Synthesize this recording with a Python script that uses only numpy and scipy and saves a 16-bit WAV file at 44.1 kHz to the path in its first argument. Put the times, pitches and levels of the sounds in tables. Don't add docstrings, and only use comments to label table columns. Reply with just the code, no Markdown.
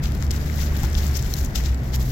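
import sys
import numpy as np
from scipy import signal
from scipy.fft import rfft, irfft
from scipy.io import wavfile
from scipy.ndimage import uniform_filter1d

SR = 44100
rng = np.random.default_rng(int(sys.argv[2]) if len(sys.argv) > 2 else 0)


def transcribe(u):
    v = np.clip(np.atleast_2d(u).T, -1, 1)
    q = np.round(v * 32767).astype(np.int16)
    wavfile.write(sys.argv[1], SR, q)


N = 93403


def undb(db):
    return 10 ** (np.asarray(db) / 20)


def unit(x):
    return x / np.sqrt(np.mean(x ** 2))


def curve(table, column=1):
    rows = np.array(table)
    return np.interp(np.arange(N) / SR, rows[:, 0], rows[:, column])


def colour(x, table, column=1):
    rows = np.array(table)
    log_f = np.log(np.fft.rfftfreq(N, 1 / SR) + 1)
    gain_db = np.interp(log_f, np.log(rows[:, 0]), rows[:, column])
    return irfft(rfft(x) * undb(gain_db), N)


def ring(x, hz, width_hz):
    f = np.fft.rfftfreq(x.shape[-1], 1 / SR)
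    response = 1j * f * width_hz / (hz ** 2 - f ** 2 + 1j * f * width_hz)
    return irfft(rfft(x) * response, x.shape[-1])


def pan(left_db):
    gains = undb(np.array([[.5], [-.5]]) * left_db)
    return gains / np.sqrt(np.mean(gains ** 2, axis=0))


def walk(rate_hz):
    hold = int(SR / rate_hz)
    steps = np.repeat(rng.standard_normal(N // hold + 1), hold)
    return unit(uniform_filter1d(uniform_filter1d(steps, hold), hold)[:N])


def grains(times_s, sizes, hz, rel_width, ring_s=0.00036, order=1):
    length, common = 256, 0.14
    noise = rng.standard_normal((len(times_s), 3, length))
    burst = np.sqrt(common) * noise[:, :1] + np.sqrt(1 - common) * noise[:, 1:]
    burst *= np.exp(-np.arange(length) / SR / ring_s)
    hz = np.clip(hz, 600, 15000)[:, None, None]
    for _ in range(order):
        burst = ring(burst, hz, hz * rel_width)
    rms = np.sqrt(np.sum(burst ** 2, axis=2, keepdims=True) * 1000 / SR)
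    burst *= sizes[:, None, None] / rms
    starts = np.maximum(times_s * SR, 0).astype(int)
    places = (starts[:, None] + np.arange(length)).ravel()
    return np.array([np.bincount(places, burst[:, c].ravel(), N)[:N] for c in range(2)])


def crunches(count=260, spread_db=2, spread_oct=0.42, trim_db=-0.5):
    # peak t/s, rise/s, fall/s, level/dB,
    # centre f/Hz, left shift/dB
    swarms = [(0.036, 0.0069, 0.014, -31, 4430, 0), (0.15, .004, 0.005, -32.5, 6070, -4),
              (0.311, 0.0037, 0.006, -26, 5460, -9), (0.363, 0.0059, 0.0073, -29.5, 5670, -4),
              (.632, .025, 0.016, -38, 5300, -6), (.838, 0.0035, 0.018, -37, 840, 3),
              (0.98, 0.011, 0.02, -26.5, 5760, -0.5), (1.171, .006, 0.0058, -23.5, 8200, 3),
              (1.193, .004, .007, -30.5, 4800, 4), (1.307, 0.016, 0.014, -31.5, 6760, -6),
              (1.3391, 0.0012, .0016, -20, 11000, 1), (1.383, 0.006, 0.015, -28, 7700, -2),
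              (1.449, .005, .003, -25.5, 8900, 1), (1.557, .004, 0.01, -18, 4870, -1.5),
              (1.581, 0.014, 0.012, -26, 4800, -5.5), (1.661, 0.016, 0.016, -28.5, 4700, -3),
              (1.946, 0.012, 0.011, -25, 4440, -2.5), (1.957, 0.0045, 0.0037, -23, 8290, -10)]
    out = 0
    for peak_s, rise_s, fall_s, db, hz, left_db in swarms:
        size_draw, pitch_draw = rng.standard_normal((count, 2)).T
        along = np.linspace(-3, 3, count) + rng.uniform(-1, 1, count) / count
        span_s = np.where(along < 0, rise_s, fall_s)
        sizes = np.exp(-abs(along)) * np.sqrt(span_s) * undb(-spread_db * size_draw)
        grain_hz = hz * 2 ** (spread_oct * pitch_draw)
        swarm = grains(peak_s + along * span_s, sizes, grain_hz, rel_width=0.48)
        duty = (rise_s + fall_s) / 2 * SR / N
        out += unit(swarm) * np.sqrt(duty) * undb(db + trim_db) * pan(left_db)
    return out


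def trickle(crumbs_per_s=4000, spread_db=3, spread_oct=0.79, clump_db=1.63):
    # t/s, level/dB
    flow = [(0, -63), (.05, -35), (.1, -42), (.19, -41), (.245, -38.5), (.29, -49.5), (.33, -37.5),
            (.52, -39), (.62, -30.5), (.71, -40.5), (.82, -33), (.92, -41), (1.02, -33.5), (1.26, -36.5),
            (1.4, -34.5), (1.52, -44.5), (1.6, -37.5), (1.8, -45.5), (1.9, -43.5), (1.995, -41.5),
            (2.025, -35), (2.12, -37)]
    # t/s, centre f/Hz
    pitch = [(0, 4460), (.25, 4840), (.6, 6040), (1.0, 5630), (1.4, 6850), (1.55, 5100), (1.8, 4180),
             (1.95, 5982), (2.12, 7040)]
    count = int(crumbs_per_s * N / SR)
    size_draw, pitch_draw = rng.standard_normal((count, 2)).T
    times_s = rng.random(count) * N / SR
    hz = np.interp(times_s, *np.array(pitch).T) * 2 ** (spread_oct * pitch_draw)
    crumbs = grains(times_s, undb(spread_db * size_draw), hz, rel_width=0.72)
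    clumps = undb(clump_db * walk(rate_hz=90))
    return unit(crumbs * clumps) * undb(curve(flow))


def snaps():
    # t/s, level/dB, centre f/Hz, width/centre
    cracks = [(0.039, -29, 5800, 0.72), (0.0584, -24.5, 2700, 1.6), (0.1206, -28.5, 3800, 2.4),
              (0.2249, -22, 2900, 1.5), (0.2667, -33.5, 5000, 0.77), (0.3084, -20, 5400, .7),
              (0.3128, -18, 5800, 1.04), (0.3158, -25, 3970, .8), (.499, -26, 2130, .8),
              (.594, -30, 1900, 0.41), (0.767, -27, 4100, 0.87), (0.773, -28, 11000, 1.4),
              (.8335, -21.5, 8100, 1.4), (0.9002, -27, 8500, 0.46), (0.9141, -31.5, 6500, 0.52),
              (0.9318, -28, 5840, 0.77), (0.945, -27, 6460, .45), (0.9517, -19.5, 3770, .27),
              (1.008, -32, 5160, 1.5), (1.0674, -24, 7450, 1), (1.0805, -27, 7900, 1.1),
              (1.1915, -30, 5200, .5), (1.226, -23.5, 7000, 0.58), (1.3384, -19.5, 5730, 0.16),
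              (1.339, -19.5, 4050, .16), (1.338, -27, 12950, .7), (1.3671, -26, 6100, 1.9),
              (1.4114, -29, 6250, 1), (1.428, -28.5, 7000, 1.8), (1.4607, -27.5, 6850, .25),
              (1.638, -26, 5500, 1.1), (1.6599, -25, 3220, 1.3), (1.7454, -28, 6866, .8),
              (1.961, -24, 6400, 2.5), (2.0487, -40, 13500, .5)]
    times_s, db, hz, rel_width = np.array(cracks).T
    return grains(times_s, undb(db), hz, rel_width[:, None, None], ring_s=0.00042, order=2)


def scrapes(count=40, spread_db=4, spread_oct=0.07):
    # start t/s, end t/s, level/dB, start f/Hz, end f/Hz
    strokes = [(0.564, 0.659, -42.5, 5500, 6700), (1.135, 1.179, -34, 4650, 6430)]
    out = 0
    for start_s, end_s, db, from_hz, to_hz in strokes:
        size_draw, pitch_draw = rng.standard_normal((count, 2)).T
        along = (np.arange(count) + rng.random(count)) / count
        hz = (from_hz + (to_hz - from_hz) * along) * 2 ** (spread_oct * pitch_draw)
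        sizes = np.sqrt(np.sin(np.pi * along ** 2)) * undb(spread_db * size_draw)
        span_s = end_s - start_s
        ticks = grains(start_s + along * span_s, sizes, hz, rel_width=0.22, order=2)
        out += unit(ticks) * np.sqrt(span_s * SR / N) * undb(db)
    return out


def clod(at_s=0.833, rise_s=0.0011, trim_db=1.5):
    # f/Hz, t60/s, level/dB
    modes = [(142, 0.096, -18.5), (337, 0.33, -35.5), (807, 0.042, -25.5), (1390, .13, -42)]
    age_s = np.maximum(np.arange(N) / SR - at_s, 0)
    knock = sum(undb(db - 60 * age_s / t60_s) * np.sin(2 * np.pi * hz * age_s) for hz, t60_s, db in modes)
    attack = 1 - np.exp(-age_s / rise_s)
    return knock * attack * undb(trim_db) * pan(left_db=3)


def rustle(hz=1594, width_hz=1520, flicker_db=1.4):
    # t/s, level/dB
    slide = [(0, -47.5), (.5, -48.5), (.85, -42), (1.0, -43.5), (1.25, -48), (1.6, -51.5), (1.8, -48.5),
             (2.12, -62)]
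    noise = rng.standard_normal((2, N))
    band = ring(ring(noise, hz, width_hz), hz, width_hz)
    return unit(band) * undb(curve(slide) + flicker_db * walk(rate_hz=69.34)) * pan(left_db=5.5)


def bumps(half_width_s=0.027, trim_db=-2):
    # peak t/s, level/dB, f/Hz
    swells = [(0.014, -22.5, 142), (.06, -20, 55.4), (.85, -17, 62), (.96, -21, 42.2),
              (1.215, -26.5, 125.6), (1.28, -21, 40.2), (1.425, -18, 68.2), (1.575, -20, 57.7),
              (1.645, -22, 48), (1.83, -29.5, 123.9), (2.06, -20.5, 39.9)]
    t = np.arange(N) / SR
    out = 0
    for peak_s, db, hz in swells:
        envelope = undb(db + trim_db) * np.exp(-((t - peak_s) / half_width_s) ** 2)
        out += np.sqrt(2) * envelope * np.sin(2 * np.pi * (hz * t + rng.random()))
    return out


def engine(third_db=-49.5, waver_db=1.2, rel_jitter=0.00927):
    # t/s, f/Hz
    firing = [(0, 68.45), (.23, 70.7), (.44, 72.51), (.9, 72.46), (1.2, 70.93), (1.35, 66.84), (1.55, 65),
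              (1.75, 64.32), (2.12, 63)]
    # t/s, fundamental level/dB, octave level/dB
    drone = [(0, -42, -43), (.075, -21, -30.5), (.19, -30, -30), (.28, -20, -36.5), (.35, -27, -36),
             (.6, -23, -33.5), (.69, -20, -35.5), (.8, -26, -37.5), (.96, -20.5, -35.5), (1.19, -23.5, -38),
             (1.3, -33, -37), (1.55, -41, -38.5), (1.62, -26.5, -41), (1.68, -20.5, -50),
             (1.76, -20.5, -40), (1.82, -26.5, -33), (2.0, -21.5, -29), (2.12, -37, -26)]
    firing_hz = curve(firing) * (1 + rel_jitter * walk(rate_hz=14.1))
    phase = 2 * np.pi * np.cumsum(firing_hz) / SR
    out = 0
    for harmonic, db in enumerate([curve(drone), curve(drone, column=2), third_db], start=1):
        rms = undb(db + waver_db * walk(rate_hz=18))
        out += np.sqrt(2) * rms * np.sin(harmonic * phase + 2 * np.pi * rng.random())
    return out


def outdoors(level_db=-26.5, waver_db=0.56):
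    # f/Hz, relative density/dB
    spectrum = [(20, -6.5), (32, -4), (48, 1.5), (62, -3), (90, -7), (116, -3), (160, -10.5), (200, -9.5),
                (260, -14.5), (350, -19), (480, -24.5), (750, -27.5), (1150, -36), (2100, -37),
                (2700, -50.5), (6000, -63.5), (7700, -61), (9200, -87), (12000, -54), (16000, -60)]
    # f/Hz, side-to-mid level/dB
    side_gain = [(30, -20), (70, -12.5), (120, -16), (250, -12.5), (500, -6), (1000, 1.5), (4000, 1)]
    mid, side = rng.standard_normal((2, N))
    stereo = mid + np.array([[1], [-1]]) * colour(side, side_gain)
    rumble = unit(colour(stereo, spectrum))
    return rumble * undb(level_db + waver_db * walk(rate_hz=6.22)) * pan(left_db=1.4)


def scene():
    # t/s, left-minus-right level/dB
    position = [(0, 7), (.8, 8.5), (1.2, 11), (1.35, 9.5), (1.55, 10.5), (1.9, 6), (2.12, 3.5)]
    # f/Hz, left gain/dB, right gain/dB
    ports = [(500, 1, 7), (1450, 1, 3), (2130, 2, -6), (2310, -2, -7.5), (4540, -2.5, -2.5),
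             (5260, -0.5, -4), (7470, -2.5, -6), (8260, -10, -13), (8900, -15, -26), (10240, -9, -17.5),
             (11640, -7, 5), (13100, -2.5, 3), (15300, -2.5, -2)]
    bed = outdoors() + engine() + rustle() + clod() + bumps()
    crackle = snaps() + crunches() + scrapes() + trickle()
    left, right = crackle * pan(curve(position))
    return bed + np.array([colour(left, ports), colour(right, ports, column=2)])


def record(dry, cutoff_hz=15900):
    return signal.sosfilt(signal.ellip(10, .2, 80, cutoff_hz, fs=SR, output="sos"), dry)


dry = scene()
out = record(dry)
transcribe(out)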